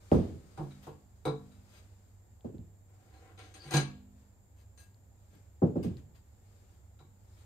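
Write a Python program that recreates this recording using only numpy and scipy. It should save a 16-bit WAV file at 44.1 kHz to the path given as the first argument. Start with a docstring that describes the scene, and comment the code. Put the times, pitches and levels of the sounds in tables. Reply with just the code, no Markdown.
"""A dull thud with a sharp tick on top: a light firebrick lands on a workshop floor. Two bricks are worked
out of a steel wood stove. Each knocks in the firebox, whose panels boom and ring, slides through the
hands and lands edge first in a few thuds; the second is dragged free in gritty, faintly squeaking jerks.
A fleece jacket rustles with each reach. A low hum, a rumble and a thin hiss lie under the room."""
import sys
import numpy as np
from scipy import signal
from scipy.fft import rfft, irfft, next_fast_len
from scipy.io import wavfile

SR = 44100
rng = np.random.default_rng(int(sys.argv[2]) if len(sys.argv) > 2 else 0)


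def generate_wav(signal):
    """Clip the signal to [-1, 1] and save it as 16-bit WAV at the path in sys.argv[1]."""
    frames = np.transpose(np.atleast_2d(signal))
    scaled = np.clip(frames, -1, 1) * 32767
    pcm = np.round(scaled).astype(np.int16)
    wavfile.write(sys.argv[1], SR, pcm)


N = 328545

# a brick lands edge first, tips onto its face and settles: (time [s], edge [dB], face [dB], settling [dB],
# time to tip [s], then for the edge contact: brightness [Hz], grit [dB], low cut [Hz])
BRICK_LANDINGS = [(0.116, -20, -22.5, -29, 0.026, 815, -49.5, 62),
                  (0.228, -40.5, -46, -44.5, .05, 500, -64.5, 75),
                  (2.4444, -39.5, -45.5, -44.5, 0.097, 500, -71, 92),
                  (5.33, -64.5, -64.5, -72.5, .022, 448, -78, 150),
                  (5.618, -27.5, -21.5, -41.5, .010, 615, -65.5, 190),
                  (5.755, -32.5, -31.5, -44, .011, 430, -68, 200),
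                  (5.842, -34.5, -33.5, -38.5, .017, 334, -60.5, 135)]
SETTLE_S = 0.043  # from the fall onto the face to the last contact
DULLING, DEEPENING, GRIT_STEP_DB = 0.53, 0.85, -5.5  # per contact: duller, deeper, less gritty
# a brick knocks in the firebox:
# (time [s], level [dB], brightness [Hz], panel boom [dB], clink [dB], brick [0 or 1])
FIREBOX_KNOCKS = [(0.575, -46, 6000, -10, -12.5, 0), (0.585, -43, 1010, 13, -16, 0),
                  (0.603, -38.5, 507, 7.5, -14, 0), (0.869, -44.5, 960, 0.5, -5.5, 0),
                  (1.2525, -37.5, 8700, 2.5, 0.5, 0), (1.262, -34.5, 1320, 7, -4.5, 0),
                  (1.2782, -50, 4470, -5, 14.5, 0), (3.653, -60, 895, 17, -3, 1),
                  (3.708, -43.5, 12040, 2, -5, 1), (3.738, -34, 1060, 15, 7.5, 1),
                  (3.742, -37.5, 4930, -26, 2, 1), (3.768, -41, 7900, -10, 6.5, 1),
                  (7.001, -62.5, 2800, 10, -8, 0)]
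# the second brick is jerked along the steel until it tears free:
# (start [s], length [s], starting level [dB], swell [dB], brightness [Hz])
BRICK_PULLS = [(2.878, .44, -69.5, 16.5, 1670), (3.369, 0.15, -49, -14.5, 9000),
               (3.54, 0.022, -46, -3.5, 13900), (3.596, 0.21, -55, 12.5, 12500),
               (3.705, 0.069, -32, 6.5, 13100)]
GRAB_S, LET_GO_S = 0.0075, 0.0097  # attack and release of a pull
# the dragged brick catches: (centre time [s], level [dB], pitch [Hz], length [s])
DRAG_SQUEAKS = [(3.164, -72, 4150, 0.099), (3.42, -70, 3450, 0.15), (3.46, -69.5, 6160, .24),
                (3.624, -56, 4640, 0.093)]
# hands and sleeves slide over a brick:
# (peak time [s], level [dB], rise [s], fall [s], ring and skin hiss [dB], brick [0 or 1])
HAND_RUBS = [(0.639, -66, 0.041, 0.04, -21, 0), (0.835, -53.5, 0.016, 0.048, -14, 0),
             (0.876, -59, 0.018, 0.012, -12, 0), (1.768, -57.5, 0.077, 0.04, -50, 0),
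             (4.6, -64.5, 0.035, 0.028, -7, 1), (4.8, -56, 0.021, 0.033, 6, 1),
             (5.346, -67, .05, 0.043, -12, 1), (5.831, -46, 0.0047, 0.016, -13, 1),
             (5.975, -58, 0.0081, 0.015, -17, 1), (6.155, -63.5, 0.016, 0.029, -21, 0),
             (6.69, -73, 0.035, 0.02, -29, 0), (7.375, -63, 0.0094, 0.063, -11, 0)]
# a brick is patted, gripped or catches lightly: (time [s], level [dB], brightness [Hz], brick [0 or 1])
BRICK_PATS = [(0.709, -71, 7000, 0), (1.516, -77, 4470, 0), (3.138, -77, 5000, 1), (3.54, -64.5, 11000, 1),
              (3.641, -70, 14200, 1), (4.776, -69, 9300, 1), (5.759, -69, 1680, 1), (6.99, -75, 7060, 0)]
# small dry ticks: (time [s], level [dB], pitch [Hz])
DRY_TICKS = [(0.116, -29, 2800), (2.409, -50.5, 3360), (2.583, -52.5, 3870), (4.945, -53, 4440),
             (5.354, -58, 13000), (5.970, -42.5, 4300)]
# the jacket rustles with a reach or turn: (peak time [s], level [dB], length [s])
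JACKET_MOVES = [(0.035, -61, 0.82), (0.64, -62.5, 0.55), (1.62, -67, 1), (3.15, -68, 0.49),
                (4.186, -72, 0.2), (5.354, -71.5, 0.42), (6.547, -70.5, 0.69), (6.698, -71.5, .12),
                (7.425, -67, 0.51)]
STIRRING_DB = -76  # the jacket between movements

# modes of the floor under a brick: (frequency [Hz], level [dB], t60 [s])
FLOOR_MODES = [(90.6, -8.5, 0.25), (121.4, -7, 0.16), (168.9, -3, 0.16), (228, 1, 0.083), (330, -12, 0.15),
               (451, -1.5, 0.043), (792, -4.5, 0.073)]
# modes of the steel firebox: (frequency [Hz], level [dB], t60 [s])
STOVE_MODES = [(140.6, 0, 0.38), (155, -2, 0.22), (199.6, -22, 1.24), (249.6, -21.5, 1.04),
               (297.5, -9, 0.453), (321.5, 3, 0.08), (357.8, -2.5, 0.21), (451, -5.5, 0.26),
               (506, -9, 0.19), (719, -13.5, 0.46), (771, 0, 0.11), (896, -22.5, 0.11), (1006, -14.5, 0.25),
               (1028, -8.5, 0.086), (1076, -13, 0.28), (1127, -15.5, 0.38), (1426, -9.5, 0.16),
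               (1644, -17.5, 0.34), (1728, -23.5, 0.21), (2146, -20, 0.14), (2520, -20, 0.11),
               (2570, -33, 0.12), (2920, -56, 0.076)]
# ringing tones heard when the first brick (0) or second brick (1) is struck, some steel ring included;
# a list each: (frequency [Hz], level [dB], t60 [s])
CLINK_TONES = [
    [(443, 5.5, 0.18), (500, 2, 0.15), (1350, -6, 0.086), (2275, -6, 0.033), (3607, -9, 0.032),
     (3770, -21.5, 0.039), (3910, 1, 0.023), (3800, -12.5, 0.059), (4900, -17, 0.046), (5900, -20, 0.091),
     (8090, -20, 0.15)],
    [(1635, 0.5, 0.22), (2346, -8.5, 0.13), (2666, -5, 0.16), (2600, -4, 0.06), (3410, -16, 0.059),
     (3980, -3, 0.04), (4130, 1, 0.069), (4760, -2, 0.061), (5610, -4, 0.044), (6205, 6.5, 0.044),
     (6710, -2, 0.074), (8820, -1.5, 0.043)],
]
# steady low tones: (frequency [Hz], level [dB])
HUM_TONES = [(70, -67.5), (97, -63), (194, -84)]

# the dark bloom of a thud: (frequency [Hz], level [dB])
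THUMP_EQ = [(25, -42), (55, -1), (100, 1.5), (190, -0.5), (480, -3), (640, -9), (820, -12.5), (1100, -16.5),
            (1500, -19), (2500, -27.5), (8000, -57.5)]
# the wash of dense steel modes: (frequency [Hz], level [dB])
PANEL_EQ = [(40, -3), (110, -11), (350, -3), (620, -5), (900, 3), (1250, -6), (1750, -14.5), (2500, -15),
            (4000, -20), (9000, -20), (15000, -18.5)]
# brick grinding on steel: (frequency [Hz], level [dB])
GRIND_EQ = [(100, -20), (400, 5), (900, -3.5), (1800, 1), (3000, 1), (4400, -5), (6500, -12), (9000, -11.5),
            (15000, -23)]
# grit, dust and brushing on a brick's face: (frequency [Hz], level [dB])
DUST_EQ = [(100, -8), (500, 1), (1500, 1.5), (2700, 4.5), (4200, -2.5), (6500, -2.5), (9000, -12.5),
           (15000, -12.5)]
# the hiss of dry skin: (frequency [Hz], level [dB])
SKIN_EQ = [(2000, -21), (6000, -5), (10000, -1), (15000, -3)]
# rubbing fleece: (frequency [Hz], level [dB])
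FLEECE_EQ = [(120, -1), (400, 6), (900, 0), (2000, 1), (3500, -3), (4900, -4), (6000, -1), (8700, -8),
             (15000, -16.5)]
# the air of the workshop: (frequency [Hz], level [dB])
AIR_EQ = [(76, -46), (130, 1.5), (168, -0.5), (188, -0.5), (276, -6), (447, -9), (890, -10.5),
          (1110, -20.5), (1860, -23), (6000, -51.5), (7800, -58), (13200, -120)]
# thin high hiss: (frequency [Hz], level [dB])
HISS_EQ = [(3000, -37), (5500, -27), (6500, -11), (7300, 6), (8000, -13), (9500, -16), (10800, -23),
           (12500, -8.5), (15500, -16.5)]
# the rumble of the building: (frequency [Hz], level [dB])
RUMBLE_EQ = [(20, -20.5), (33, -8), (46, 0.5), (58, -9), (72, 5.5), (85, -0.5), (100, 2), (120, -6.5),
             (170, -51)]
AIR_DB, HISS_DB, RUMBLE_DB = -70, -75, -60.5

# the room's decay: (frequency [Hz], t60 [s])
ROOM_DECAY = [(80, 1), (250, 0.55), (600, 0.59), (1500, 0.5), (4000, 0.53), (8000, 0.35), (14000, 0.16)]
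# the tone of the wall reflections: (frequency [Hz], level [dB])
WALL_EQ = [(60, -19), (300, -6), (800, -8.5), (4000, -1), (15000, -2.5)]
# how alike diffuse sound is in both ears: (frequency [Hz], correlation [0 to 1])
EAR_CORRELATION = [(60, .88), (140, .86), (300, .66), (640, .2), (1400, 0), (3000, 0), (9000, 0),
                   (13000, .3)]
# the two microphone ports: (frequency [Hz], response [dB], left minus right [dB])
MIC_EQ = [(101, -2, -1.2), (347, 0, -1.5), (1240, -2, 2.5), (2630, -6.5, 4), (3200, -6.5, 6), (3680, -4, 2),
          (5190, -4.5, 12), (5170, -14, 16.5), (6760, -4, 7), (7680, -10, 10), (8390, 2, 13.5),
          (9220, 2.5, -5), (10940, -14.5, 9.5), (12120, 4.5, 1), (14430, -7.5, 3.5)]
HIGH_CUT_HZ = 15700


def floor_thuds(left_lead_s=0.0004):
    """The floor answers each of a landing's three contacts with a low knock; grit crunches underneath."""
    out, t = np.zeros((2, N)), np.arange(SR) / SR
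    slab = unit_hit(ring(FLOOR_MODES, build_cycles=1.6))
    direct = np.array([slab, np.interp(t - left_lead_s, t, slab)])  # arrives from the left
    for s, edge_db, face_db, settle_db, tip_s, bright_hz, grit_db, low_hz in BRICK_LANDINGS:
        contacts = [(0, edge_db), (tip_s, face_db), (tip_s + SETTLE_S, settle_db)]
        for k, (delay, db) in enumerate(contacts):
            thud = direct + amp(3.5) * tail(THUMP_EQ, rise_s=0.0025, early_db=14, early_s=0.04)
            # each later contact of a landing sounds deeper
            low_cut = signal.butter(2, low_hz * DEEPENING ** k, "highpass", fs=SR, output="sos")
            thud = signal.sosfilt(low_cut, soften(thud, bright_hz * DULLING ** k))
            grit = tail(DUST_EQ, rise_s=0.0033, early_db=-17, early_s=0.028)
            add(out, s + delay, amp(db) * unit_hit(thud) + amp(grit_db + k * GRIT_STEP_DB) * grit)
    return out


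def firebox_knocks():
    """A knock sets off the big panels' boom, a clink and a wash of dense steel modes."""
    out = np.zeros((2, N))
    boom = ring([mode for mode in STOVE_MODES if mode[0] < 280], build_cycles=0.17)
    steel = ring([mode for mode in STOVE_MODES if mode[0] >= 280], build_cycles=0.84)
    clinks = [unit_hit(ring(tones, build_cycles=1.3)) for tones in CLINK_TONES]
    for s, db, bright_hz, boom_db, clink_db, brick in FIREBOX_KNOCKS:
        clang = amp(boom_db) * boom + steel + amp(clink_db) * clinks[round(brick)]
        wash = amp(-3) * tail(PANEL_EQ, rise_s=0.00058, early_db=24, early_s=0.06)
        add(out, s, amp(db) * soften(in_room(clang, wet_db=-0.5) + wash, bright_hz))
    return out


def brick_drag():
    """Rough brick grinds on steel and both ring; each pull grabs, swells or sags, then lets go."""
    out, t = np.zeros((2, N)), np.arange(SR) / SR
    steel = unit_hit(ring([mode for mode in STOVE_MODES if mode[0] > 280], build_cycles=0.97))
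    clink = unit_hit(ring(CLINK_TONES[1], build_cycles=0.93))
    grind = tail(GRIND_EQ, rise_s=0.00045, early_db=15, early_s=0.047)
    body = grind + in_room(amp(-7.5) * steel + amp(-12.5) * clink, wet_db=-11)
    for s, length, db, swell_db, bright_hz in BRICK_PULLS:
        grab = np.minimum(t / GRAB_S, 1)
        swell = amp(db + swell_db * np.minimum(t / length, 1))
        release = np.exp(-np.maximum(t - length, 0) / LET_GO_S)
        scrape = friction(grab * swell * release, body, grains_per_s=1400, spread_db=4)
        add(out, s, soften(scrape, bright_hz))
    return out


def drag_squeaks(flutter_hz=220):
    """Rapid uneven slips settle for a moment on one pitch."""
    out = np.zeros((2, N))
    for s, db, hz, length in DRAG_SQUEAKS:
        t = np.arange(round(length * SR)) / SR
        flutter = soften(rng.standard_normal(len(t)), flutter_hz)
        slips = unit_rms(flutter * np.sin(2 * np.pi * hz * t))
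        add(out, s - length / 2, amp(db) * in_room(slips * np.hanning(len(t)), wet_db=-3))
    return out


def hand_rubs():
    """Skin and cloth brush the brick and raise a faint ring; dry skin adds a fine hiss."""
    out, clinks = np.zeros((2, N)), held_clinks()
    for s, db, rise, fall, ring_db, brick in HAND_RUBS:
        t = np.arange(-min(2 * rise, s), 4 * fall, 1 / SR)
        force = amp(db) * np.exp(-np.where(t < 0, (t / rise) ** 2, t / fall))
        skin = amp(-3) * tail(SKIN_EQ, rise_s=0.001, early_db=15.5, early_s=0.015)
        brush = tail(DUST_EQ, rise_s=0.00075, early_db=20, early_s=0.023)
        body = brush + amp(ring_db) * (clinks[round(brick)] + skin)
        add(out, s + t[0], friction(force, body, grains_per_s=4000, spread_db=3))
    return out


def brick_pats():
    """A light pat on a brick gives a clink, with a puff of dust."""
    out, clinks = np.zeros((2, N)), held_clinks()
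    for s, db, bright_hz, brick in BRICK_PATS:
        clink = in_room(clinks[round(brick)], wet_db=6)
        dust = amp(5) * tail(DUST_EQ, rise_s=0.00033, early_db=1, early_s=0.0065)
        add(out, s, amp(db) * soften(clink + dust, bright_hz))
    return out


def held_clinks():
    """The clink heard with each brick in the hand: the grip damps any tone below 1 kHz."""
    return [unit_hit(ring([tone for tone in tones if tone[0] > 1000], build_cycles=1.2))
            for tones in CLINK_TONES]


def dry_ticks(decay_s=0.00057):
    """Tiny clicks with almost no ring."""
    out, t = np.zeros((2, N)), np.arange(SR // 20) / SR
    for s, db, hz in DRY_TICKS:
        add(out, s, amp(db) * np.exp(-t / decay_s) * np.sin(2 * np.pi * hz * t))
    return out


def jacket_rustle():
    """Fleece slides on fleece: very fine grains swell and fade with each movement."""
    t = np.arange(N) / SR
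    swells = [amp(db) * np.exp(-(2 * (t - s) / length) ** 2) for s, db, length in JACKET_MOVES]
    force = np.sqrt(amp(STIRRING_DB) ** 2 + sum(swell ** 2 for swell in swells))
    fleece = tail(FLEECE_EQ, rise_s=0.0016, early_db=-1, early_s=0.0077)
    return friction(force, fleece, grains_per_s=3300, spread_db=2)[:, :N]


def room_tone():
    """A steady bed of air, thin hiss and building rumble."""
    layers = [(AIR_DB, AIR_EQ), (HISS_DB, HISS_EQ), (RUMBLE_DB, RUMBLE_EQ)]
    return sum(amp(db) * noise(spectrum, N) for db, spectrum in layers)


def hum(waver=0.098):
    """Low steady tones that waver a little in level and phase."""
    out, t = np.zeros(N), np.arange(N) / SR
    for hz, db in HUM_TONES:
        drift = unit_rms(sum(np.cos(2 * np.pi * (rate_hz * t * rng.choice([-1, 1]) + rng.random()))
                             for rate_hz in np.geomspace(0.3, 5, 12)))
        tone = np.sin(2 * np.pi * hz * t + waver * drift[::-1])
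        out += amp(db) * unit_rms((1 + waver * drift) * tone)
    return out


def ring(modes, build_cycles):
    """Dying modes; each takes a moment to spread through the body, the low ones longest."""
    t = np.arange(SR) / SR
    return sum((-1) ** k * amp(db - 60 * t / t60) * np.sin(2 * np.pi * hz * t)
               * (1 - np.exp(-t * hz / build_cycles)) for k, (hz, db, t60) in enumerate(modes))


def friction(force, body, grains_per_s, spread_db):
    """Grains of uneven size catch and slip under a force and excite a body."""
    size = len(force)
    grains = rng.standard_normal(size) * amp(spread_db * np.minimum(rng.exponential(1, size), 4))
    catches = unit_rms(grains * (rng.random(size) < grains_per_s / SR))
    return signal.fftconvolve((force * catches)[None], body / np.linalg.norm(body[0]), axes=1)


def in_room(x, wet_db):
    """A sound with the reflections of the walls around it."""
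    walls = tail(WALL_EQ, rise_s=0.00082, early_db=25, early_s=0.075)
    wet = signal.fftconvolve(x[None], walls / np.linalg.norm(walls[0]), axes=1)[:, :len(x)]
    return x + amp(wet_db) * wet


def tail(spectrum, rise_s, early_db, early_s):
    """Dense reflections: an early cluster, then the room dying band by band."""
    size = 3 * SR // 5
    hz, frame_s, bands = signal.stft(noise(spectrum, size), SR, nperseg=256)
    decay = amp(-60 * frame_s / curve(ROOM_DECAY, hz)[:, None])
    dying = signal.istft(bands * decay, SR, nperseg=256)[1][:, :size]
    t = np.arange(size) / SR
    envelope = (1 - np.exp(-t / rise_s)) * (1 + amp(early_db) * np.exp(-t / early_s))
    return np.pad(unit_hit(dying * envelope), ((0, 0), (0, SR - size)))


def noise(spectrum, size):
    """Diffuse stereo noise: centred in the bass, wide in the treble."""
    padded = next_fast_len(size, True)
    hz = np.fft.rfftfreq(padded, 1 / SR)
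    a, b = rfft(rng.standard_normal((2, padded)))
    alike = np.clip(curve(EAR_CORRELATION, hz), -1, 1)
    mid, side = a * np.sqrt(1 + alike), b * np.sqrt(1 - alike)
    coloured = np.array([mid + side, mid - side]) * amp(curve(spectrum, hz))
    return unit_rms(irfft(coloured, padded)[:, :size])


def microphones(x):
    """The two ports colour the treble, and the left one hears more of it."""
    padded, mics = next_fast_len(N + SR, True), np.array(MIC_EQ)
    hz = np.fft.rfftfreq(padded, 1 / SR)
    colour_db, lean_db = curve(mics[:, :2], hz), curve(mics[:, ::2], hz)
    gains = amp([colour_db + lean_db / 2, colour_db - lean_db / 2])
    return irfft(rfft(x, padded) * gains, padded)[:, :N]


def soften(x, hz):
    """Low-pass: a soft, long contact leaves out the treble."""
    return signal.sosfilt(signal.butter(2, min(hz, SR / 2 - 1), fs=SR, output="sos"), x)


def amp(db):
    """Decibels to gain."""
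    return 10 ** (np.asarray(db) / 20)


def unit_rms(x):
    """Scales to an rms of 1."""
    return x / np.sqrt(np.mean(x ** 2) + 1e-20)


def unit_hit(x):
    """Scales a hit to an rms of 1 over its first 50 ms."""
    return x / np.sqrt(np.mean(x[..., :SR // 20] ** 2) + 1e-20)


def curve(points, hz):
    """Reads a table on a log-frequency axis."""
    point_hz, value = np.transpose(points)
    return np.interp(np.log(hz + 1), np.log(point_hz + 1), value)


def add(mix, s, sound):
    """Mixes a sound in at time s."""
    part = mix[:, max(round(s * SR), 0):][:, :sound.shape[-1]]
    part += sound[..., :part.shape[1]]


def scene():
    """The brick work up front, over a quiet workshop bed that leans slightly right."""
    bed = (room_tone() + hum()) * amp([[-0.7], [0.7]])
    bricks = firebox_knocks() + floor_thuds() + brick_drag() + drag_squeaks()
    handling = brick_pats() + hand_rubs() + jacket_rustle() + dry_ticks()
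    return microphones(bricks + handling) + bed


def record(dry):
    """A steep high cut takes off the very top of the mix."""
    high_cut = signal.firwin(511, HIGH_CUT_HZ, window=("kaiser", 9), fs=SR)
    return signal.oaconvolve(dry, high_cut[None], "same")


dry = scene()
out = record(dry)
generate_wav(out)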